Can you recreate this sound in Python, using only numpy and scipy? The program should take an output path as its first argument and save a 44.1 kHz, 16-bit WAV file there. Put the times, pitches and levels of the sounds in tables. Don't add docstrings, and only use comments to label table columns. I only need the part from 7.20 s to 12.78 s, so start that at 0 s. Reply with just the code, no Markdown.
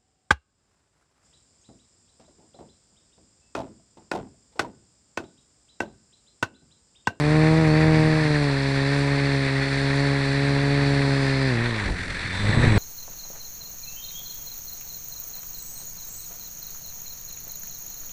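import sys
import numpy as np
from scipy import signal
from scipy.fft import rfft, irfft, next_fast_len
from scipy.io import wavfile
from scipy.ndimage import uniform_filter1d

SR = 44100
rng = np.random.default_rng(int(sys.argv[2]) if len(sys.argv) > 2 else 0)


def pcm_store(signal):
    levels = np.round(np.clip(np.atleast_2d(signal), -1, 1) * 32767)
    wavfile.write(sys.argv[1], SR, levels.astype(np.int16).T)


def invert_db(level):
    return 10 ** (np.asarray(level, dtype=float) / 20)


N = 246059
T = np.arange(N) / SR

# start and end of each change, s
CLIMB_ENDS, TUMBLE_STARTS, POWER_CUT = (1.0, 1.3), (4.3, 4.42), (4.6, 4.72)
SPOOL_UP, POWER_ON, WAKE = (4.9, 5.04), (5.11, 5.16), (5.2, 5.44)

# level flight, then what is added in climb and from tumble, power cut, spool-up,
# power on and wake onward.
# Low rumble of the wind [level/dB]
WIND_DB = (-53, 6.5, 8, 7.5, -3, 2.5, 9.5)
RUSH_DB = (0.1, 1.1, .1, .1, .1, 1.5, 2.5)
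WASH_DB = (-40.7, 1.1, 2.2, -10, .6, 7.5, 5)
TONE_DB = (-48.5, -7.5, 0.3, -11, 3, 11, 2.5)
OCTAVE_DB = (-64.5, .1, 1.1, -1.5, 4, 8, 2.5)
GEAR_DB = [(-31.3, .9, .1, -4.5, 3.5, -1.5, 6), (-40.5, -1.5, 0.6, -5.5, 3.5, 2.5, .6),
           (-42.2, -.8, -6.5, -2, 2.2, -2.5, -2.5), (-48.2, .1, -1.1, -1.1, 1.2, .8, 1.8)]
SLACK = (0.13, 0.034, .14, 0.14, -.14, .05, -.1)

# [t/s, added level/dB]
GUSTS = [(0, 6), (.98, 1), (2.38, 4), (2.55, 5), (2.94, 3), (3.54, 8), (3.63, 6), (3.93, 5), (4.05, 6),
         (4.7, 5), (5.25, 3)]
# [f/Hz, level/dB per Hz]
BUFFET = [(15, -14), (30, 9.5), (50, 3.5), (110, 2), (200, -4.5), (400, -10), (800, -16.5), (1400, -31),
          (2500, -35)]
# [f/Hz, level/dB per Hz]
WASH = [(250, -17), (400, 1.5), (700, -3.5), (1000, 2.5), (1300, -3), (1700, -35)]
# [t/s, signed peak/full scale, half width/ms]
SLAPS = [
    (5.376, -.3, 1.2),
    (5.4415, .5, .7),
    (5.479, -.35, 1.8),
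]
# [t/s, length/s, pass rate f/Hz, bow f/Hz, level/dB]
FAR = [
    (0, 1.15, 133, -21, -36.5),
    (.3, .8, 129, 11, -40),
    (1.9, 1.1, 133, -3, -44),
    (3, 1, 130, -11, -42),
    (5.31, .21, 139, 11, -28),
    (4.3, .17, 145, 7, -43),
]
# [f/Hz, level/dB per Hz]
FRAME_LOW = [(740, -35), (1250, -8.5), (1390, -4.5), (1800, 3.5), (2500, -4), (2780, -11.5), (3100, -20),
             (4030, -43), (6820, -120)]
FRAME_MID = [(1820, -50), (3100, -11.5), (3530, -1.5), (3810, -5), (3840, -2.5), (4400, -4.5), (5720, -33),
             (9680, -120)]
FRAME_UPPER = [(2590, -30), (4400, -1), (4550, -4), (4730, -4), (5400, -12.5), (7020, -44), (11900, -120)]
FRAME_HIGH = [(3180, -38), (5400, -2.5), (6040, -2.5), (6680, -9.5), (7500, -3), (8310, -8.5), (9010, -3.5),
              (9490, -9), (9930, -16), (10900, -12.5), (11700, -21.5), (15200, -54), (22000, -120)]
# [t/s, f/Hz]
WHINE = [(.45, 4230), (.62, 4660), (1.1, 4290), (1.25, 4350), (1.4, 4320), (1.7, 4600), (1.92, 4370),
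         (2, 4400), (2.25, 4250), (2.42, 4430), (2.6, 4390), (2.8, 4480), (3, 4390), (3.25, 4490),
         (3.5, 4520), (4.1, 4280), (4.25, 4300), (4.35, 4500)]
# [t/s, length/s, start f/Hz, end f/Hz, bow f/Hz]
STRANDS = [(.08, .26, 4180, 4230, 140), (.7, .42, 4780, 4960, 130), (1.02, .33, 4860, 4480, 30),
           (.9, .4, 3960, 4310, 30), (1.65, .5, 4240, 4440, 90), (2.1, .55, 4200, 4300, 40),
           (2.6, .55, 4260, 4080, 0), (2.75, .45, 4500, 4480, -60), (3.15, .85, 4120, 4180, 60),
           (3.6, .72, 4570, 4830, 100), (3.8, .52, 4880, 5020, 20), (4.97, .16, 4330, 4300, 100),
           (5.03, .17, 3480, 3600, 60), (5.1, .14, 3600, 3620, 30), (5.18, .15, 3560, 3620, 50),
           (5.26, .14, 3440, 3400, 40), (5.36, .13, 3600, 3500, 90), (5.44, .14, 3420, 3600, -40),
           (5.36, .14, 3750, 3780, 40)]
# [t/s, peak level/dB, ring f/Hz]
KNOCKS = [(4.412, -21, 1920), (4.54, -21, 1780), (4.624, -21, 1500), (4.663, -23, 1600), (4.69, -27, 900),
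          (5.14, -25, 950), (5.333, -14, 1790), (5.391, -18, 1820)]
# [t/s, pass rate f/Hz]
NEAR = [(0, 146.3), (.15, 154.4), (.4, 160.3), (.52, 153), (.62, 157), (.99, 155.6), (1.35, 137.6),
        (1.6, 136.9), (1.75, 141), (1.96, 140.2), (2.13, 138.6), (2.29, 135), (2.5, 137.3), (2.86, 140),
        (3.05, 137.2), (3.5, 141.3), (3.78, 139.6), (4.24, 134.2)]
# [t/s, level/dB]
NEAR_DB = [(0, -22.5), (.17, -18.3), (.7, -19), (1.1, -21.5), (1.45, -24), (1.75, -22.5), (2.1, -24),
           (2.5, -26.5), (2.9, -22.5), (3.04, -24.5), (3.3, -22.5), (3.7, -22), (4.2, -24)]
# [t/s, added f/Hz]
NUDGES = [(1.19, 1.5), (1.66, -.8), (2.38, 1.1), (3.16, 1.2), (3.27, 1.3), (3.38, -1), (4, -.6)]
# [t/s, pass rate f/Hz, level/dB]
CUT = [(4.27, 133, -23.5), (4.37, 114, -26), (4.47, 121, -26.5), (4.63, 100, -34), (4.77, 86, -40),
       (4.89, 91, -42), (5.01, 85, -44.5), (5.1, 90, -37.5)]
# [t/s, pass rate f/Hz, level/dB]
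RECOVERY = [(5.18, 97, -34), (5.24, 102, -26), (5.29, 105, -22), (5.33, 108.5, -29), (5.38, 115.5, -23),
            (5.43, 119, -20), (5.46, 117, -23), (5.51, 109, -19.5), (5.58, 101.6, -22)]


def read(rows):
    s, *columns = np.transpose(rows)
    return [np.interp(T, s, column) for column in columns]


def staged(rule):
    spans = CLIMB_ENDS, TUMBLE_STARTS, POWER_CUT, SPOOL_UP, POWER_ON, WAKE
    climb_over, *later = (np.interp(T, span, [0, 1]) for span in spans)
    stages = [1 - climb_over] + later
    return rule[0] + sum(shift * stage for shift, stage in zip(rule[1:], stages))


def bumps(rows, width_s):
    return sum(height * np.exp(-((T - s) / width_s) ** 2) for s, height in rows)


def unit(x):
    return x / np.sqrt(np.mean(x ** 2))


def walk(rate_hz):
    k = int(SR / rate_hz)
    held = np.repeat(rng.standard_normal(N // k + 1), k)
    return unit(uniform_filter1d(uniform_filter1d(held, k), k)[:N])


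def colour(x, spectrum):
    hz, db = np.transpose(spectrum)
    size = next_fast_len(N)
    log_hz = np.log(np.fft.rfftfreq(size, 1 / SR) + 1)
    gain = invert_db(np.interp(log_hz, np.log(hz), db, left=-90, right=-90))
    return unit(irfft(rfft(x, size) * gain, size)[:N])


def turns(hz):
    return np.cumsum(hz) / SR


def arch(s, length, start_hz, end_hz, bow_hz):
    u = np.linspace(0, 1, num=12)
    return np.c_[s + length * u, start_hz + (end_hz - start_hz) * u + 4 * bow_hz * u * (1 - u)]


def line(rows, db, blur_hz, flutter_db, second_db=-90):
    start, end = rows[0][0], rows[-1][0]
    on = (T > start) & (T < end)
    fade = np.minimum(np.minimum(T[on] - start, end - T[on]) / .04, 1)
    hz = read(rows)[0] + blur_hz * walk(30)
    angle = 2 * np.pi * turns(hz[on])
    level = invert_db(db + flutter_db * walk(12)[on])
    out = np.zeros(N)
    out[on] = fade * level * (np.sin(angle) + invert_db(second_db) * np.sin(2 * angle))
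    return np.sqrt(2) * out


def wind():
    rumble_db = staged(WIND_DB) + bumps(GUSTS, .06)
    rush_db = staged(RUSH_DB)
    wash_db = staged(WASH_DB) + .6 * walk(6)
    eddies = colour(rng.standard_normal(N) * invert_db(2.9 * walk(25)), BUFFET)
    rumble = signal.sosfilt(signal.butter(2, 90, fs=SR, output="sos"), eddies)
    rush = eddies - rumble
    wash = colour(rng.standard_normal(N) * invert_db(1.24 * walk(120)), WASH)
    return invert_db(rumble_db + 4.0) * (rumble + invert_db(rush_db) * rush) + invert_db(wash_db + 2) * wash


def slaps():
    return sum(peak * np.exp(-(1000 * (T - s) / half_ms) ** 2) for s, peak, half_ms in SLAPS)


def far_propellers():
    return sum(line(arch(s, length, hz, hz, bow_hz), db, blur_hz=1.27, flutter_db=1.5, second_db=-8)
               for s, length, hz, bow_hz, db in FAR)


def controller():
    tone_db = staged(TONE_DB) + 1.1 * walk(5)
    octave_db = staged(OCTAVE_DB) + 1.6 * walk(5)
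    octave_db = octave_db + bumps([(5.49, -10)], .045)
    angle = 2 * np.pi * turns(3981.5 + 0.84 * walk(10))
    tones = invert_db(tone_db) * np.sin(angle) + invert_db(octave_db) * np.sin(2 * angle)
    return np.sqrt(2) * invert_db(1.4 * walk(14)) * tones


def knocks():
    out = np.zeros(N)
    t = np.arange(600) / SR
    envelope = (1 - np.exp(-t / .0004)) * np.exp(-t / .004)
    for s, db, hz in KNOCKS:
        i = int(s * SR)
        out[i:i + len(t)] += invert_db(db - 2.0) * envelope * np.sin(2 * np.pi * hz * t)
    return out


def whines():
    steady, tumbling = (14, 1.8), (45, 2.5)
    out = line(WHINE, -47, *steady)
    for s, length, start_hz, end_hz, bow_hz in STRANDS:
        mean_khz = (start_hz + end_hz) / 2000
        db = -48 - 6 * (mean_khz - 4)
        waver = tumbling if s > TUMBLE_STARTS[1] else steady
        out += line(arch(s, length, start_hz, end_hz, bow_hz), db, *waver)
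    return out


def gears(passes):
    loose, drift_db = staged(SLACK), .3 * walk(6)
    slack = np.clip(loose, 0, 1)
    shaft_db = 9 * slack * np.cos(np.pi * passes + .8 + 1.24 * walk(12))
    blade_db = 1.5 * np.cos(2 * np.pi * passes + 1.64)
    shake_db = shaft_db + blade_db + (0.25 + 5 * slack) * walk(60)
    out = 0
    depths = [0.78, 0.72, 0.63, 0.42]
    for spectrum, rule_db, depth in zip([FRAME_LOW, FRAME_MID, FRAME_UPPER, FRAME_HIGH], GEAR_DB, depths):
        teeth = rng.standard_normal(N) * invert_db(0.9 * walk(600) + depth * shake_db)
        level = invert_db(staged(rule_db) + drift_db + .5 * walk(16))
        out = out + level * colour(teeth, spectrum)
    return out


def dip(angle, r):
    return ((1 - r * r) / (1 - 2 * r * np.cos(angle) + r * r) - (1 - r) / (1 + r)) / r


def near_propeller():
    flip = np.array([*CUT, *RECOVERY])
    hz = read(np.r_[NEAR, flip[:, [0, 1]]])[0] + bumps(NUDGES, .05)
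    db = read(np.r_[NEAR_DB, flip[:, [0, 2]]])[0] + .6 * walk(9)
    wake = np.interp(T, [POWER_ON[0], WAKE[0]], [0, 1])
    closeness = .585 - .16 * wake
    churn_db = .55 + 1.1 * wake
    passes = turns(hz * (1 + 0.0041 * churn_db * walk(40)))

    chance = rng.standard_normal((N // 100, 2)).T
    index = np.floor(passes + .5).astype(int)
    blade = (-1.) ** index
    r = np.clip(closeness + 0.027 * churn_db * chance[0][index] + 0.0021 * blade, .1, .9)

    angle = 2 * np.pi * passes + .04 * np.cos(np.pi * passes)
    suction = dip(angle, r) + invert_db(-29.0) * dip(angle - .1, 0.87)
    wave = np.mean(suction) - suction * invert_db(churn_db * chance[1][index] + 0.79 * blade)
    wobble = invert_db(-23.0) * np.cos(np.pi * passes + 3)
    return (wave + wobble) * invert_db(db - 0.59) / np.sqrt(2), passes


def scene():
    near, passes = near_propeller()
    background = wind() + slaps() + far_propellers() + controller()
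    frame = knocks() + whines() + gears(passes)
    return (background + frame + near)[None, :]


def band_limit(x):
    return signal.sosfilt(signal.butter(12, 11810, fs=SR, output="sos"), x)


def record(dry):
    offset = -.0059
    mix = signal.sosfilt(signal.butter(6, 11300, fs=SR, output="sos"), dry + offset)
    return band_limit(mix)


dry = scene()
out = record(dry)
pcm_store(out)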